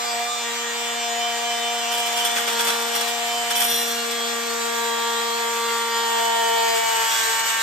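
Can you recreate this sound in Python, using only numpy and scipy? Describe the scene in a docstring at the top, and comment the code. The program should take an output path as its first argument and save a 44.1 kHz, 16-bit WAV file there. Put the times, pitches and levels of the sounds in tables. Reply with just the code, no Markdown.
"""A small room, a stereo microphone near a handheld rotary tool that cuts a slot in a plastic door.
From the start the motor sings a stack of shaft orders over its fan's rush and a mains buzz. Its speed
beats against the mains and slowly sags, so the orders slide through resonances of door and room,
swelling and shifting between left and right. From 1.9 to 4.2 s the wheel bites, rings and chatters.
Around 7 s it grinds deep in the slot and drags the motor down."""
import sys
import numpy as np
from scipy import signal
from scipy.fft import rfft, irfft
from scipy.io import wavfile
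from scipy.ndimage import uniform_filter1d

SR = 44100
rng = np.random.default_rng(int(sys.argv[2]) if len(sys.argv) > 2 else 0)


def generate_wav(sig):
    """Save sig (samples, or channels by samples) to the path in sys.argv[1] as 16-bit PCM at SR."""
    pcm = np.round(np.clip(np.atleast_2d(sig).T, -1, 1) * 32767).astype(np.int16)
    wavfile.write(sys.argv[1], SR, pcm)


N = 336042
TIME, BINS = np.arange(N) / SR, np.fft.rfftfreq(N, 1 / SR)
MAINS_PULSE_HZ = 120

# shaft turns a second under the load of the cut: t/s, f/Hz
SHAFT_SPEED = [(0.0, 237.41), (0.18, 236.14), (0.33, 238.03), (0.47, 235.33), (2.3, 236.1), (2.6, 232.95),
               (3.35, 236.19), (3.6, 236.13), (3.75, 234.58), (4.4, 233.16), (5.05, 232.19), (5.4, 232.63),
               (5.9, 231.7), (6.65, 229.65), (6.8, 227.93), (7.2, 225.39), (7.45, 226.75), (7.62, 225.8)]
# multiples of the shaft speed that carry the hum
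HUM_ORDERS = [1, 2, 3, 4, 5, 6, 7, 8, 10, 13, 14, 15]
# rings of the wheel and its shank: f/Hz, width/Hz, relative level/dB
WHEEL_MODES = [(3386, 125, 13), (5530, 170, 8), (8570, 240, 5.5), (9110, 85, 11.5), (9500, 3200, -10),
               (10740, 55, 9.5), (12400, 74, 6.5), (14200, 100, 5)]
# the microphone's two ports: f/Hz, likeness/0-1, left lead/rad
MIC_PORTS = [(200, .85, 0), (650, .4, .3), (1400, .3, -1), (2900, .45, 0), (4200, .3, -1.4), (6500, .2, 0),
             (7400, .85, 0), (8700, .75, -1.7), (9600, .995, -3.05), (10800, .995, -3.2),
             (11900, .55, -5.8), (13800, .9, -6.4), (14800, .95, -9.2)]


def gain_of(db):
    """Decibels to amplitude."""
    return 10 ** (np.asarray(db) / 20)


def unit_rms(x):
    """Scales to rms 1."""
    return x / np.sqrt(np.mean(abs(x) ** 2) + 1e-20)


def over_time(rows):
    """A table of times and values, at each sample."""
    return np.interp(TIME, *np.transpose(rows))


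def over_freq(rows, hz):
    """Every column of a table of frequencies, interpolated on a log axis."""
    f, *columns = np.transpose(rows)
    return [np.interp(np.log(hz + 1), np.log(f + 1), c) for c in columns]


def drift(rate_hz):
    """Slow random wander of rms 1."""
    coarse = TIME[::128]
    f = np.fft.rfftfreq(len(coarse), 128 / SR)
    slow = irfft(rfft(rng.standard_normal(len(coarse))) / (1 + (f / rate_hz) ** 2), len(coarse))
    return np.interp(TIME, coarse, unit_rms(slow))


def rings(modes):
    """Frequency response of a set of resonances, alternating in sign."""
    return sum(gain_of(db) / (1 + 2j * (BINS - hz) / width) * (-1) ** k
               for k, (hz, width, db) in enumerate(modes))


def at_mic(pair, colour):
    """Colours two unrelated signals and makes them as alike as the two ports hear them, at rms 1."""
    likeness, lead = over_freq(MIC_PORTS, BINS)
    left, other = rfft(pair) * colour
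    right = (likeness * left + np.sqrt(1 - likeness ** 2) * other) * np.exp(-1j * lead)
    return unit_rms(irfft([left, right], N))


def room(x, t60=0.015, wet_db=-8, echoes_per_s=2000):
    """Bare walls add a short tail of sparse reflections."""
    t = TIME[:SR // 2]
    arrivals = rng.random((2, len(t))) < echoes_per_s / SR
    taps = rng.standard_normal((2, len(t))) * arrivals * gain_of(-60 * t / t60)
    taps /= np.linalg.norm(taps, axis=1, keepdims=True)
    return x + gain_of(wet_db) * signal.fftconvolve(x, taps, axes=1)[:, :N]


def standing_waves(hz):
    """How strongly, and in what phase, a tone reaches the left and the right port."""
    # resonances of door and room: f/Hz, width/Hz, level/dB, left minus right/dB, left lead/rad
    resonances = [(232.76, 7.7, -43.5, 4, .5), (456.4, 7.5, -30.5, 1.5, 2.17), (465.1, 14, -35.5, 2.5, 0.5),
                  (690.6, 20, -32.5, 0.5, 3.5), (707, 5.8, -36.5, 0.5, -2), (710.6, 14.5, -32, -10, 0.61),
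                  (906, 10.4, -26.5, 4, 0.5), (920.8, 12.1, -25, -2.5, 0.02), (933, 4.7, -36.5, -13, -1.34),
                  (944.8, 5.7, -39, -8, 0.9), (1127.3, 50, -36.5, -6.5, 1), (1159.2, 12.4, -33, 2.5, -0.7),
                  (1195.8, 11, -28, -4, 1.5), (1359, 13, -36.5, 0, 1.8), (1384, 27, -34, 0.5, -1.5),
                  (1572, 32, -31.5, -4, -0.5), (1633.4, 30, -41, -1, -1.1), (1810, 18, -33, 1, 4),
                  (1837.7, 37, -34.5, -4, 0), (1881, 5.3, -38, -6, 1.5), (2278.5, 42, -34.5, -3, 0),
                  (2365, 43, -39.5, -1.5, -0.54), (2966, 94, -38, 1, 0.8), (3073, 23.5, -37, -6.5, -1),
                  (3231, 61, -37.5, -3.5, 0.4), (3497, 350, -39, 0, 1)]
    left, right = 0, 0
    for centre_hz, width_hz, db, pan_db, lead in resonances:
        peak = gain_of(db) / (1 + (2 * (hz - centre_hz) / width_hz) ** 2)
        left += peak * gain_of(pan_db / 2)
        right += peak * gain_of(-pan_db / 2) * np.exp(-1j * lead)
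    return left, right


def flare_db(order, width_s=0.085):
    """An order flares or drops out briefly as the tool passes a standing wave."""
    # swells and dips: t/s, order, level/dB
    flares = [(0.1, 20, 11), (0.1, 21, 10), (0.33, 15, 7), (4.26, 14, 7), (4.58, 14, -10), (4.62, 15, -11),
              (4.82, 7, 7), (7.04, 14, 9)]
    return sum(db * np.exp(-((TIME - s) / width_s) ** 2) for s, k, db in flares if round(k) == order)


def hunting(surge_hz2=2.325):
    """Speed swing in Hz as the shaft slips against twice the pulse rate: more slip, faster and smaller."""
    slip_hz = np.maximum(2 * MAINS_PULSE_HZ - over_time(SHAFT_SPEED), 1)
    return surge_hz2 / slip_hz * np.cos(2 * np.pi * np.cumsum(slip_hz) / SR)


def shaft_angle(play_rad=0.023):
    """The shaft turns at its hunting speed, with a little play in the bearings."""
    return 2 * np.pi * np.cumsum(over_time(SHAFT_SPEED) + hunting()) / SR + play_rad * drift(25)


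def buzz(waver=0.98):
    """The chopped mains current shakes the motor's field."""
    # outline of the buzz lines before they waver: f/Hz, level/dB
    outline = [(120, -74.5), (600, -59), (840, -50), (1320, -54), (2040, -51), (2520, -59)]
    out = np.zeros((2, N))
    for hz in MAINS_PULSE_HZ * np.arange(1, 31):
        level = np.sqrt(2) * gain_of(over_freq(outline, hz)[0]) * (1 + waver * drift(9.4))
        out += level * np.cos(2 * np.pi * (hz * TIME + rng.random() + rng.random((2, 1)) / 2))
    return out


def fan(angle, grip, throb=0.15, ripple=0.11, flutter_db=0.7):
    """Air puffs from the vents each turn; in the second grip they face the microphone and hiss more."""
    # loudness of the rush: t/s, level/dB
    loudness = [(0, -31.5), (.55, -34.5), (1.8, -32.5), (2.6, -28.5), (4.3, -32), (6.6, -31)]
    # its colour with the vents on axis: f/Hz, relative level/dB
    on_axis = [(50, -16), (150, -20.5), (380, -10), (840, 4), (1600, 0), (3300, 0), (4640, -1.5),
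               (8100, -1.5), (10400, -6.5), (13900, -8)]
    # the part of that colour owed to facing the microphone: f/Hz, level/dB
    facing = [(3300, -1), (8100, 5), (13900, 2.5)]
    puffs = 1 + throb * (np.cos(angle) + np.cos(2 * angle))
    mains_ripple = 1 + ripple * np.cos(2 * np.pi * MAINS_PULSE_HZ * TIME)
    air = rng.standard_normal((2, N)) * puffs * mains_ripple
    colour_db, facing_db = over_freq(on_axis, BINS)[0], over_freq(facing, BINS)[0]
    away, toward = at_mic(air, gain_of(colour_db - facing_db)), at_mic(air, gain_of(colour_db))
    return (away + (toward - away) * grip) * gain_of(over_time(loudness) + flutter_db * drift(37))


def whine(angle, grip, level_db=-31.5, sway_db=3.2, beat=0.25, shake_rad=0.7, wander_rad=0.3):
    """Brushes and bearings tick once a turn; mains pulses shake them, adding lines between the orders."""
    # outline of the ticking: order, relative level/dB in the first grip and in the second
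    outline = [(9, -2.5, 6), (11.8, 1, 1.5), (16.2, 1, 2.5), (18.1, -2, 2.5), (20.7, -3.5, 0),
               (23.2, -1, -7), (26.5, 0, -0.5), (37.8, -3.5, -2.5), (42, -34, -39)]
    out, mains = np.zeros((2, N)), 2 * np.pi * MAINS_PULSE_HZ * TIME
    for order in sorted(set(range(1, 47)) - set(HUM_ORDERS)):
        first_db, second_db = over_freq(outline, order)
        pulse = np.cos(mains + 2 * np.pi * rng.random())
        db = first_db + (second_db - first_db) * grip + sway_db * drift(8) + flare_db(order)
        level = gain_of(db) * (1 + beat * (2 * pulse ** 2 - 1))
        shaken = order * angle + shake_rad * (1 - 0.6 * grip) * pulse
        for port in out:
            port += level * np.cos(shaken + 2 * np.pi * rng.random() + wander_rad * drift(4))
    out = room(out, t60=0.25, wet_db=-5)
    out /= np.sqrt(uniform_filter1d((out ** 2).mean(0), SR // 2))  # holds the overall level steady
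    return at_mic(out, 1) * gain_of(level_db)


def hum(angle, lift_db=0.7, sway_db=0.5, sway_rad=0.18, sway_hz=6, scatter_rad=0.34, sluggish=4.3):
    """Imbalance and fan blades give the loud orders; each swells as it meets a resonance."""
    # rise and fall as the hand moves the tool, by order: t/s, level/dB
    hand_moves = {1: [(3.45, 0), (3.7, 3.5), (5.5, -2.5)], 2: [(6.77, 1), (6.83, -12), (7.02, 0),
                  (7.08, -12), (7.28, 4.5), (7.4, -11)], 3: [(0, -5.5), (.2, 2), (.55, -14.5), (1.1, 1),
                  (5.4, 0), (5.8, -12.5), (6.2, 4), (6.9, 11), (7.2, 0)], 4: [(3.6, -1), (3.75, -9),
                  (4.4, -16), (4.8, 0.5), (7.12, -2), (7.19, -9), (7.28, -7)], 6: [(2.8, 3), (4.4, 0)],
                  13: [(.3, -12), (.6, 2.5), (2.1, 5), (3.5, 6), (4.8, -8), (6, 5), (7.2, 3)]}
    out, grid_hz = np.zeros((2, N)), BINS[BINS < SR / 10]
    mean_hz, hunting_hz = over_time(SHAFT_SPEED), hunting()
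    responses = standing_waves(grid_hz)
    for order in HUM_ORDERS:
        reach = np.sqrt(order)  # the hand's sway moves the short waves most
        moved_db = over_time(hand_moves.get(order, [(0, 0)]))
        db = lift_db + sway_db * reach * drift(sway_hz) + moved_db + flare_db(order)
        phase = order * (angle + scatter_rad * rng.standard_normal())  # only low orders line up
        tone = -np.exp(1j * phase) * gain_of(db)
        # low resonances build up slowly; high ones surge with the hunting
        felt_hz = order * (mean_hz + hunting_hz * order / (order + sluggish))
        for port, response in zip(out, responses):
            sway = np.exp(1j * sway_rad * reach * drift(sway_hz))
            port += np.sqrt(2) * (tone * sway * np.interp(felt_hz, grid_hz, response)).real
    return out


def pressing(attack_s=0.036, release_db_per_s=116):
    """Strength of rasp, chatter and screech: each press into the plastic rises, holds and lets go."""
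    # presses of the wheel: t/s, hold/s, level/dB of rasp, of chatter and of screech
    presses = [(1.9, 1, -33, -70, -63), (2.916, 0.037, -29, -34, -65), (3.1, .36, -44, -50, -68),
               (3.546, 0.068, -27, -37, -25), (3.663, 0.085, -34.5, -26, -26),
               (3.806, 0.091, -35, -32, -36), (7.077, 0.1, -49, -31.5, -60)]
    power = np.zeros((3, N))
    for start, hold, *levels_db in presses:
        rise = np.clip((TIME - start) / attack_s, 0, 1)
        fade_db = release_db_per_s * np.maximum(TIME - start - attack_s - hold, 0)
        power += np.outer(gain_of(levels_db), rise * gain_of(-fade_db)) ** 2
    return np.sqrt(power)


def boom(knock):
    """The whole door panel shudders under the chatter."""
    # the door's lowest mode: f/Hz, width/Hz, level/dB against the chatter
    lowest_mode = (106, 16, -33)
    hz, width_hz, db = lowest_mode
    return at_mic(rng.standard_normal((2, N)), rings([(hz, width_hz, 0)]) ** 2) * knock * gain_of(db)


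def screech(angle, strength, throb=0.34):
    """At the deepest push the wheel's rim grinds once a turn and its highest rings take over."""
    friction = rng.standard_normal((2, N)) * (1 + throb * np.cos(angle))
    return at_mic(friction, rings(WHEEL_MODES[-5:])) * strength


def chatter(angle, strength, skid_rad=0.007):
    """Pressed deep, the wheel knocks on the slot wall once a turn and squeals at the shank's modes."""
    shank_modes = [(3440, 160, 8), (4060, 200, -1), (5700, 110, 6.5)]  # f/Hz, width/Hz, relative level/dB
    slipping = angle + skid_rad * drift(60)
    knocks = sum(np.cos(order * slipping) for order in range(10, 48))
    squeal = rfft(knocks) * rings(shank_modes)
    lead = over_freq(MIC_PORTS, BINS)[1]
    return unit_rms(irfft([squeal, squeal * np.exp(-1j * lead)], N)) * strength


def grinding(angle, dragged_hz=225.67, dragged_db=-24, fade_db_per_hz=1.5, throb=0.15, uneven_db=1.66):
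    """Deep in the slot the wheel grinds: the more it slows the shaft, the louder it rasps."""
    # colour of the grinding: f/Hz, relative level/dB
    colour = [(50, -26), (110, -14.5), (170, -30), (400, -8.5), (900, 0.5), (1600, 4), (3300, 2),
              (5000, -1), (8100, 5.5), (10400, -10), (13500, -3.5)]
    free_hz = np.maximum(over_time(SHAFT_SPEED) - dragged_hz, 0)
    dust = rng.standard_normal((2, N)) * (1 + throb * np.cos(angle))
    db = dragged_db - fade_db_per_hz * free_hz + uneven_db * drift(12)
    return at_mic(dust, gain_of(over_freq(colour, BINS)[0])) * gain_of(db)


def cutting(angle, strength, chips_per_s=5000, spread_db=3, throb=0.49, uneven_db=4, door_gain=0.52):
    """Chips tear off hardest on the wheel's high side; each one rings the wheel and rasps the door."""
    # the wheel catches in the slot: t/s, level/dB, rise/s, the door's share of the blow/0-1
    bites = [(1.916, -27.5, 0.016, 0.4), (2.06, -29, 0.01, 0.3), (2.244, -20, 0.011, 0.43),
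             (2.355, -23, 0.016, 0.82), (2.467, -23.5, 0.016, 0.77), (2.586, -21.5, 0.015, 0.56),
             (2.658, -22.5, 0.022, 0.68), (3.072, -30, 0.013, 0.2), (3.502, -21, 0.0085, 0.63),
             (3.55, -22, 0.0087, 0.4), (3.611, -24, 0.012, 0.55), (4.107, -28, .008, .2)]
    # the door's answer to the wheel: f/Hz, relative level/dB
    door_colour = [(40, -55), (200, -7), (320, -12), (800, 2), (1800, 3), (3000, -3), (7000, -5.5),
                   (15500, -48)]
    steady = strength * gain_of(uneven_db * drift(22))
    wheel_power, door_power = steady ** 2, (door_gain * steady) ** 2
    for start, db, rise_s, share in bites:
        age = np.maximum(TIME - start, 0) / rise_s
        power = (gain_of(db) * age * np.exp(1 - age)) ** 2
        wheel_power += (1 - share ** 2) * power
        door_power += share ** 2 * power
    size = gain_of(spread_db * np.minimum(rng.exponential(1, (2, N)), 4)) * rng.choice([-1, 1], (2, N))
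    chips = size * (rng.random((2, N)) < chips_per_s / SR) * (1 + throb * np.cos(angle))
    wheel = np.sqrt(wheel_power) * at_mic(chips, rings(WHEEL_MODES))
    door = np.sqrt(door_power) * at_mic(chips, gain_of(over_freq(door_colour, BINS)[0]))
    return wheel + door


def scene():
    """One shaft drives the fan, the motor's tones and the cut."""
    # how the tool is held: t/s, grip (0 first, 1 second)
    grips = [(2.2, 0), (3.6, 0.87), (6, 1)]
    angle, grip = shaft_angle(), over_time(grips)
    rasp, knock, rim = pressing()
    motor = hum(angle) + whine(angle, grip) + buzz() + fan(angle, grip)
    cut = room(cutting(angle, rasp) + chatter(angle, knock))
    return motor + cut + screech(angle, rim) + boom(knock) + grinding(angle)


def record(dry):
    """The microphone rolls off below 45 Hz and hears nothing far above 15.5 kHz."""
    thinned = signal.sosfilt(signal.butter(2, 45, "high", fs=SR, output="sos"), dry)
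    band_limit = signal.firwin(511, 15500, window=("kaiser", 9), fs=SR)
    return signal.oaconvolve(thinned, band_limit[None], "same")


dry = scene()
out = record(dry)
generate_wav(out)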